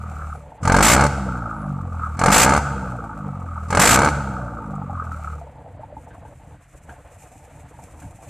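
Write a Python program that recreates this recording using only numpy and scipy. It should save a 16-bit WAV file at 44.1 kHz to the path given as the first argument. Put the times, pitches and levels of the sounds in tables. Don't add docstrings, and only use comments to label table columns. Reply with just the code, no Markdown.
import sys
import numpy as np
from scipy import signal
from scipy.fft import rfft, irfft, next_fast_len
from scipy.io import wavfile
from scipy.ndimage import uniform_filter1d, minimum_filter1d

SR = 44100
rng = np.random.default_rng(int(sys.argv[2]) if len(sys.argv) > 2 else 0)


def unload_wav(signal):
    wavfile.write(
        sys.argv[1],
        SR,
        np.round(np.clip(np.atleast_2d(signal).T, -1, 1) * 32767).astype(np.int16),
    )


N = 365588
TIME = np.arange(N) / SR


# (open [s], hardest firing [s], shut [s], top firing rate [Hz], drone [dB], boom [dB])
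BLIPS = [(.614, .743, 1.055, 73.2, 2.5, 9), (2.16, 2.26, 2.572, 75.3, -.5, 4),
         (3.678, 3.772, 4.08, 75.2, 0, 0)]
OPEN_S, BITE_S, SHUT_S, TOP_HZ, DRONE_DB, BOOM_DB = range(6)
# (frequency [Hz], width [Hz], gain [dB])
PIPE_MODES = [(481, 91, 0), (580.6, 48.4, 2.5), (743, 210, 2), (885, 97, 5), (1239, 320, 3),
              (1500, 290, 0.5), (1632, 74, -5), (2175, 380, -7.5), (4334, 530, -19)]
# (frequency [Hz], gain [dB])
BARK_SPECTRUM = [(30, -31), (70, -1.5), (150, 1), (260, -1.5), (380, -6), (1000, -7), (1900, -29),
                 (2700, -21), (3500, -26.5), (8000, -55)]
# (frequency [Hz], gain [dB])
HISS_SPECTRUM = [(1200, -19), (2300, 7.5), (3500, -3.5), (4500, 2.5), (6200, 6.5), (7800, 9.5), (9500, 0.5),
                 (14000, -20.5)]

def bark(firings, db=-12, hiss_db=-30, bite_db=-2, octave_db=-3, slap=7.8):
    bite = 1 + bursts([(blip[BITE_S], bite_db) for blip in BLIPS], decay_s=.034)
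    flow = bite * puffs(firings, decay_s=.0045, leak=.13, uneven_db=3, rise_s=.001)
    slaps = slap * firing_hz() / OPEN_HZ * impulses(firings)
    pipe_gain = np.hypot(peaks(PIPE_MODES), spectrum(BARK_SPECTRUM))
    pipe = levelled(colour(flow * noise() + slaps, pipe_gain), samples=2000)
    gusts = levelled(puffs(firings, decay_s=.0072, leak=.011, uneven_db=7.5), samples=2000)
    hiss = amp(hiss_db) * bite * gusts * spread(lambda: shaped_noise(HISS_SPECTRUM))
    push = load()
    return amp(with_speed(octave_db, 0)) * (push ** 1.53 * amp(db) * pipe + push ** .82 * hiss)


# (start [s], end [s], level [dB])
TEARS = [(0.825, 0.936, -9.5), (2.318, 2.438, -9.5), (3.799, 3.947, -10)]
# (frequency [Hz], gain [dB])
RASP_SPECTRUM = [(300, -46), (1200, 1.5), (2200, 2), (3200, -5), (4400, -6), (5200, -7), (6800, -3),
                 (7700, 2.5), (8800, -7), (10500, -11), (14000, -14.5)]

def rasp(firings, db=-3.5, grit_db=1.5):
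    gate = sum(amp(level_db) * np.interp(TIME, [start - .002, start, end, end + .025], [0, 1, 1, 0])
               for start, end, level_db in TEARS)
    flow = puffs(firings, decay_s=.007, leak=.2, uneven_db=2) * amp(grit_db * drift(500))
    spit = amp(db) * gate * levelled(flow, samples=2000)
    return spread(lambda: spit * shaped_noise(RASP_SPECTRUM))


# (frequency [Hz], gain [dB])
SILENCER_RESPONSE = [(25, -24), (38, -14.5), (57, -4), (75, 4.5), (90, 3.5), (105, -19.5), (119, -1.5),
                     (130, -4.5), (146, 6), (164, -11.5), (182, -4.5), (197, 1.5), (214, -7.5), (250, -9.5),
                     (285, -15), (340, -15)]
# (time [s], bass level [dB], mid level [dB])
IDLE_LEVELS = [(5.47, -47, -42.5), (5.73, -43, -44.5), (6.32, -45.5, -47), (6.35, -48, -53),
               (6.53, -44.5, -47.5), (6.63, -57.5, -68), (6.85, -48, -55), (6.91, -47, -37.5),
               (6.97, -57, -52.5), (7.63, -45.5, -47.5), (7.7, -48, -53), (7.82, -45.5, -43),
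               (7.93, -50, -54), (8.04, -41, -46), (8.18, -50.5, -50.5), (8.29, -43, -45.5)]

def drone(firings, db=-32, octave_db=4, load_db=9.5, mellow_db=-4, idle_db=-5, lope_db=-56):
    rate_hz, push = firing_hz(), load()
    silencer_hz, silencer_db = np.transpose(SILENCER_RESPONSE)
    boom_db = latest_blip(BOOM_DB) * push * np.exp(-(TIME - latest_blip(OPEN_S)) / .14)
    blip_db = uniform_filter1d(latest_blip(DRONE_DB), size=400)
    level_db = db + blip_db + (1 - push) * with_speed(octave_db, 0) + load_db * push
    upper_db = with_speed(0, mellow_db)
    shaky = firings + .012 * drift(22)
    orders = 0
    for k in range(1, 7):
        pass_db = np.interp(k * rate_hz, silencer_hz, silencer_db, right=-40)
        pass_db *= 1 - .48 * push
        order_db = pass_db + boom_db * 2 / k + upper_db * max(k - 2, 0)
        orders += amp(order_db + drift(8)) * np.sin(2 * np.pi * k * shaky)
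    gain = running() * amp(level_db) + amp(idle_db) * idling(IDLE_LEVELS)
    return gain * orders + amp(lope_db) * np.sin(3 * np.pi * firings)


# (frequency [Hz], gain [dB])
RUMBLE_SPECTRUM = [(20, -28), (40, -8.5), (80, 4.5), (145, 3.5), (210, -9), (300, -5.5), (380, -24.5),
                   (600, -57.5), (1500, -95.5)]
# (time [s], level [dB])
FOOTSTEPS = [(6.889, -45), (7.169, -48), (7.969, -56), (8.049, -37)]

def burble_and_footsteps(firings, db=-42, octave_db=14, load_db=6, step_db=-2, slap=2.4):
    slaps = slap * impulses(firings) * rng.exponential(1, N)
    flow = puffs(firings, decay_s=.014, leak=.4, uneven_db=8) * noise() + slaps
    rumble = levelled(colour(flow, spectrum(RUMBLE_SPECTRUM)), samples=9000)
    burble = running() * amp(db + with_speed(octave_db, 0) + load_db * load()) + idling(IDLE_LEVELS)
    steps = amp(step_db) * uniform_filter1d(bursts(FOOTSTEPS, decay_s=.031), size=200)
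    return (burble + steps) * rumble


def gurgle(firings, db=-44, octave_db=16, catch_db=2, idle_db=-3, lumpy_db=5):
    flow = puffs(firings, decay_s=.0055, leak=.35, uneven_db=2)
    rings = sum(colour(flow * amp(lumpy_db * drift(23)) * noise(), peaks([mode]))
                for mode in PIPE_MODES[:4])
    gain = running() * amp(db + with_speed(octave_db, catch_db))
    gain += amp(idle_db) * idling(IDLE_LEVELS, column=2)
    return gain * levelled(butterworth(rings, 1500, "low"), samples=7000)


# (time [s], level [dB])
RATTLES = [(0.2124, -23.5), (2.033, -20), (2.0592, -22), (3.5493, -44), (3.5743, -25), (4.99, -32),
           (5.1144, -21), (5.2436, -27), (5.2719, -26), (5.3255, -27.5)]
# (centre [s], half length [s], boost [dB])
CHATTER_BOUTS = [(0.27, .09, 4.5), (1.48, 0.15, 6), (2.042, 0.067, 10), (2.663, 0.022, 9),
                 (3.553, 0.081, 4), (4.16, 0.034, 2.5), (4.999, 0.083, 10), (5.293, 0.037, 2.5)]

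def chatter(firings, db=-42, octave_db=14, catch_db=5, base_hz=1190, rattle_db=-3):
    shake = puffs(firings, decay_s=.006, leak=.2, uneven_db=5) * noise()
    pipe = colour(shake, peaks(PIPE_MODES[4:]))
    buzz_hz = base_hz + with_speed(per_octave=310, on_catch=190)
    buzz = levelled(resonate(pipe, buzz_hz, width_hz=480), samples=8000)
    rattles = colour(bursts(RATTLES, decay_s=.0086) * noise(), unit_rms(peaks([(1290, 170, 0)])))
    bouts_db = sum(boost * np.exp(-((TIME - centre) / half) ** 2)
                   for centre, half, boost in CHATTER_BOUTS)
    gain = running() ** 2 * amp(db + bouts_db + with_speed(octave_db, catch_db))
    return gain * buzz + amp(rattle_db) * rattles


# (time [s], level [dB], start pitch [Hz])
PLOPS = [(4.734, -27, 757), (4.816, -27, 800), (4.896, -22.5, 784), (5.414, -28.5, 662), (5.662, -34, 672),
         (5.794, -30, 600), (5.833, -31.5, 853), (5.925, -29, 573), (5.967, -28.5, 844), (6.25, -34, 848)]

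def plops(db=-2, decay_s=.01, rise_s=.00067, glide=1.8, splash=.11):
    t, notes = TIME[:SR // 10], np.zeros(N)
    envelope = (1 - np.exp(-t / rise_s)) * np.exp(-t / decay_s)
    envelope /= envelope.max()
    for start, level_db, hz in PLOPS:
        note = np.sin(2 * np.pi * hz * t * (1 + glide * t))
        notes[round(start * SR):][:len(t)] += amp(level_db + db) * envelope * note
    return notes * (1 + splash * drift(304))


# (frequency [Hz], gain [dB])
SPRAY_SPECTRUM = [(1500, -16.5), (2300, 7.5), (3200, -9.5), (4100, -7), (4900, -11), (6500, -4),
                  (7700, 0.5), (9000, -7), (11000, -14), (14000, -14.5)]

def spray(firings, db=-66, octave_db=10, catch_db=12, snap_db=1):
    pulses = levelled(puffs(firings, decay_s=.008, leak=3, uneven_db=7.5), samples=3000)
    snaps = [(when * TIME[-1], snap_db + 10 * (size - .5)) for when, size in rng.random((220, 2))]
    gain = running() * amp(db + with_speed(octave_db, catch_db))
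    flow = gain * (pulses + bursts(snaps, decay_s=.0058))
    return spread(lambda: grains(flow, SPRAY_SPECTRUM, per_s=5000, uneven_db=2.1, mist=.24))


# (start [s], end [s], level [dB])
SQUEAKS = [(0.282, .43, -61.5), (1.092, 1.22, -69), (1.512, 1.718, -63), (3.08, 3.23, -74),
           (4.6, 4.74, -72)]

def squeaks(hz=10420, waver_hz=25):
    gate = sum(amp(level_db) * np.interp(TIME, [start, (start + end) / 2, end], [0, 1, 0])
               for start, end, level_db in SQUEAKS)
    return gate * np.sin(2 * np.pi * np.cumsum(hz + waver_hz * drift(60)) / SR)


# (time [s], level [dB])
RUSTLE_LEVELS = [(5.47, -73.5), (5.95, -75), (5.97, -67), (6.21, -73.5), (6.26, -69), (6.67, -69),
                 (6.74, -64), (7.09, -68.5), (7.24, -60), (7.69, -64), (8.1, -60.5), (8.19, -66),
                 (8.25, -56.5)]
# (time [s], level [dB])
WEED_SNAPS = [(6.898, -49), (7.8376, -46), (7.9997, -42.5), (8.0546, -57), (8.1085, -51), (8.2232, -53)]
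# (frequency [Hz], gain [dB])
PATTER_SPECTRUM = [(1000, -20), (1500, -25), (2420, -1), (3200, -18), (4040, -16), (4700, -20),
                   (6300, -8.5), (7630, -3), (10000, -10.5), (14000, -20.5)]

def weeds(db=2.5, clump_db=3, snap_db=-8):
    rustle = amp(db + clump_db * drift(24)) * idling(RUSTLE_LEVELS)
    snaps = amp(snap_db) * bursts(WEED_SNAPS, decay_s=.012)
    return spread(lambda: grains(rustle + snaps, PATTER_SPECTRUM, per_s=4000, uneven_db=2.8, mist=.81))


# (time [s], level [dB])
KNOCKS = [(6.106, -41), (6.251, -44), (6.893, -34.5), (8.02, -41)]

def knocks(db=-5, decay_s=.017):
    panel = peaks([(520, 320, -47), (860, 380, 3), (1550, 340, 12), (2570, 1600, -9)])
    return amp(db) * colour(bursts(KNOCKS, decay_s) * noise(), unit_rms(panel))


def echo(x, db=-16.5, t60_s=.94, delay_s=.031, cutoff_hz=8300):
    t = TIME[:SR]
    dull = signal.lfilter(*signal.butter(2, cutoff_hz, fs=SR), x)

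    def tail():
        reflections = rng.standard_normal(SR) * (rng.random(SR) < .1)
        taps = reflections * (t > delay_s) * 1000 ** (-t / t60_s)
        return signal.fftconvolve(dull, taps / np.linalg.norm(taps))[:N]
    return amp(db) * spread(tail)


# (frequency [Hz], gain [dB])
YARD_SPECTRUM = [(18, -48), (30, -9), (60, 6.5), (91, 4), (143, -16), (234, -27.5), (303, -7), (375, -17.5),
                 (465, -12.5), (713, -4.5), (883, -22.5), (1000, -12), (1910, -15), (5000, -37.5),
                 (6500, -77.5), (11000, -120)]

def yard(db=-53, swell_db=-.8, lumpy_db=5.5, split_hz=1300):
    low = butterworth(shaped_noise(YARD_SPECTRUM) * amp(lumpy_db * drift(25)), split_hz, "low")
    high = butterworth(shaped_noise(YARD_SPECTRUM) * amp(1.5 * drift(15)), split_hz, "high")
    return amp(db + swell_db * drift(3)) * (low + high)


OPEN_HZ, CATCH_HZ, HOLD_HZ, IDLE_HZ = 44.5, 45, 37.5, 25
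SETTLE_S = 1.25

def firing_hz(drag_s=1.62, sink_s=.6):
    age, top_hz = since_shut(), latest_blip(TOP_HZ, before=BLIPS[0][TOP_HZ])
    climb = np.clip(1 + age / (latest_blip(SHUT_S, before=1) - latest_blip(BITE_S)), 0, 1)
    rising = OPEN_HZ + (top_hz - OPEN_HZ) * climb
    governed = IDLE_HZ + (HOLD_HZ - IDLE_HZ) * np.exp(-np.maximum(age - SETTLE_S, 0) / sink_s)
    falling = np.logaddexp(top_hz * np.exp(-age / drag_s), governed)
    return uniform_filter1d(np.where(age < 0, rising, falling), size=400)


def crank():
    firings = np.cumsum(firing_hz()) / SR
    bites_s = [blip[BITE_S] for blip in BLIPS]
    offsets = np.unwrap(np.interp(bites_s, TIME, firings) % 1, period=1)
    return firings - np.interp(TIME, bites_s, offsets) + 2


def latest_blip(column, before=0):
    rows = np.array(BLIPS)
    return np.r_[before, rows[:, column]][np.searchsorted(rows[:, OPEN_S], TIME)]


def since_shut():
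    return TIME - latest_blip(SHUT_S, before=-.92)


def load(attack_s=.038, release_s=.03):
    build = (1 - np.exp(-(TIME - latest_blip(OPEN_S)) / attack_s)) ** 2
    return build * np.clip(1 - since_shut() / release_s, 0, 1)


def running(fade_db_per_s=96):
    return uniform_filter1d(amp(-fade_db_per_s * np.maximum(since_shut() - SETTLE_S, 0)), size=400)


def idling(rows, column=1):
    rows = np.array(rows)
    return (1 - running()) * amp(np.interp(TIME, rows[:, 0], rows[:, column]))


def with_speed(per_octave, on_catch):
    rate_hz = firing_hz()
    caught = np.interp(rate_hz, [HOLD_HZ, CATCH_HZ], [1, 0])
    return per_octave * np.log2(rate_hz / CATCH_HZ) + on_catch * caught


def puffs(firings, decay_s, leak, uneven_db, rise_s=.00061):
    age = (firings % 1) / (np.gradient(firings) * SR)
    strength = amp(uneven_db * rng.uniform(-1.3, 1, N))[firings.astype(int)]
    return strength * (1 - np.exp(-age / rise_s)) * np.exp(-age / decay_s) + leak


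def impulses(firings):
    return np.diff(np.floor(firings), prepend=np.floor(firings[0]))


def bursts(rows, decay_s):
    kicks = np.zeros(N)
    for start, db in rows:
        kicks[round(start * SR)] += amp(db)
    return signal.lfilter([1], [1, -np.exp(-1 / (decay_s * SR))], kicks)


def grains(envelope, points, per_s, uneven_db, mist):
    sizes = amp(uneven_db * np.minimum(rng.exponential(1, N), 5))
    hits = rng.random(N) < per_s / SR
    ticks = unit_rms((sizes * hits + mist) * noise())
    return colour(ticks * envelope, unit_rms(spectrum(points)))


def noise():
    return rng.standard_normal(N)


def shaped_noise(points):
    return unit_rms(colour(noise(), spectrum(points)))


def drift(rate_hz):
    size = next_fast_len(N // 16 + 2)
    rolloff = 1 + (np.fft.rfftfreq(size, 16 / SR) / rate_hz) ** 4
    slow = irfft(rfft(rng.standard_normal(size)) / rolloff, size)
    return np.interp(np.arange(N) / 16, np.arange(size), unit_rms(slow))


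def amp(db):
    return 10 ** (np.asarray(db) / 20)


def unit_rms(x):
    return x / np.sqrt(np.mean(x ** 2) + 1e-20)


def levelled(x, samples):
    return x / np.sqrt(abs(uniform_filter1d(x ** 2, samples)) + 1e-12)


GRID_HZ = np.fft.rfftfreq(4096, 1 / SR)

def spectrum(points):
    hz, db = np.transpose(points)
    return amp(np.interp(np.log(GRID_HZ + 1), np.log(hz), db))


def peaks(modes):
    gains = [amp(db) / (1 + (2 * (GRID_HZ - hz) / width) ** 2) for hz, width, db in modes]
    return np.linalg.norm(gains, axis=0)


def colour(x, gain):
    log_gain = np.log(np.maximum(np.r_[gain, gain[-2:0:-1]], 1e-5))
    taps = np.fft.ifft(np.exp(np.conj(signal.hilbert(log_gain)))).real
    taper = np.cos(np.linspace(0, np.pi / 2, len(taps)))
    return signal.oaconvolve(x, taps * taper)[:len(x)]


def resonate(x, hz, width_hz):
    carrier = np.exp(2j * np.pi * np.cumsum(hz) / SR)
    pole = np.exp(-np.pi * width_hz / SR)
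    return (carrier * signal.lfilter([(1 - pole) ** 3], np.poly([pole] * 3), x / carrier)).real


def butterworth(x, hz, kind):
    return signal.sosfilt(signal.butter(4, hz, kind, fs=SR, output="sos"), x)


# (frequency [Hz], gain [dB])
SIDE_SPECTRUM = [(2700, -80), (3700, -24), (5000, -6), (8000, -4.3), (14000, -6)]

def spread(make):
    side = colour(make(), spectrum(SIDE_SPECTRUM))
    return make() + np.array([side, -side])


def scene():
    firings = crank()
    blips = bark(firings) + rasp(firings)
    coasting = gurgle(firings) + chatter(firings) + plops() + spray(firings) + squeaks()
    background = weeds() + knocks() + yard()
    echoes = echo(blips.mean(0))
    return blips + echoes + drone(firings) + burble_and_footsteps(firings) + coasting + background


def record(dry, ceiling_db=-2, cutoff_hz=14350):
    gain = np.minimum(1, amp(ceiling_db) / (abs(dry).max(0) + 1e-9))
    limited = dry * uniform_filter1d(minimum_filter1d(gain, size=60), size=60)
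    lowpass = signal.firwin(301, cutoff_hz, window=("kaiser", 8), fs=SR)
    return signal.oaconvolve(limited, lowpass[None], "same")


dry = scene()
out = record(dry)
unload_wav(out)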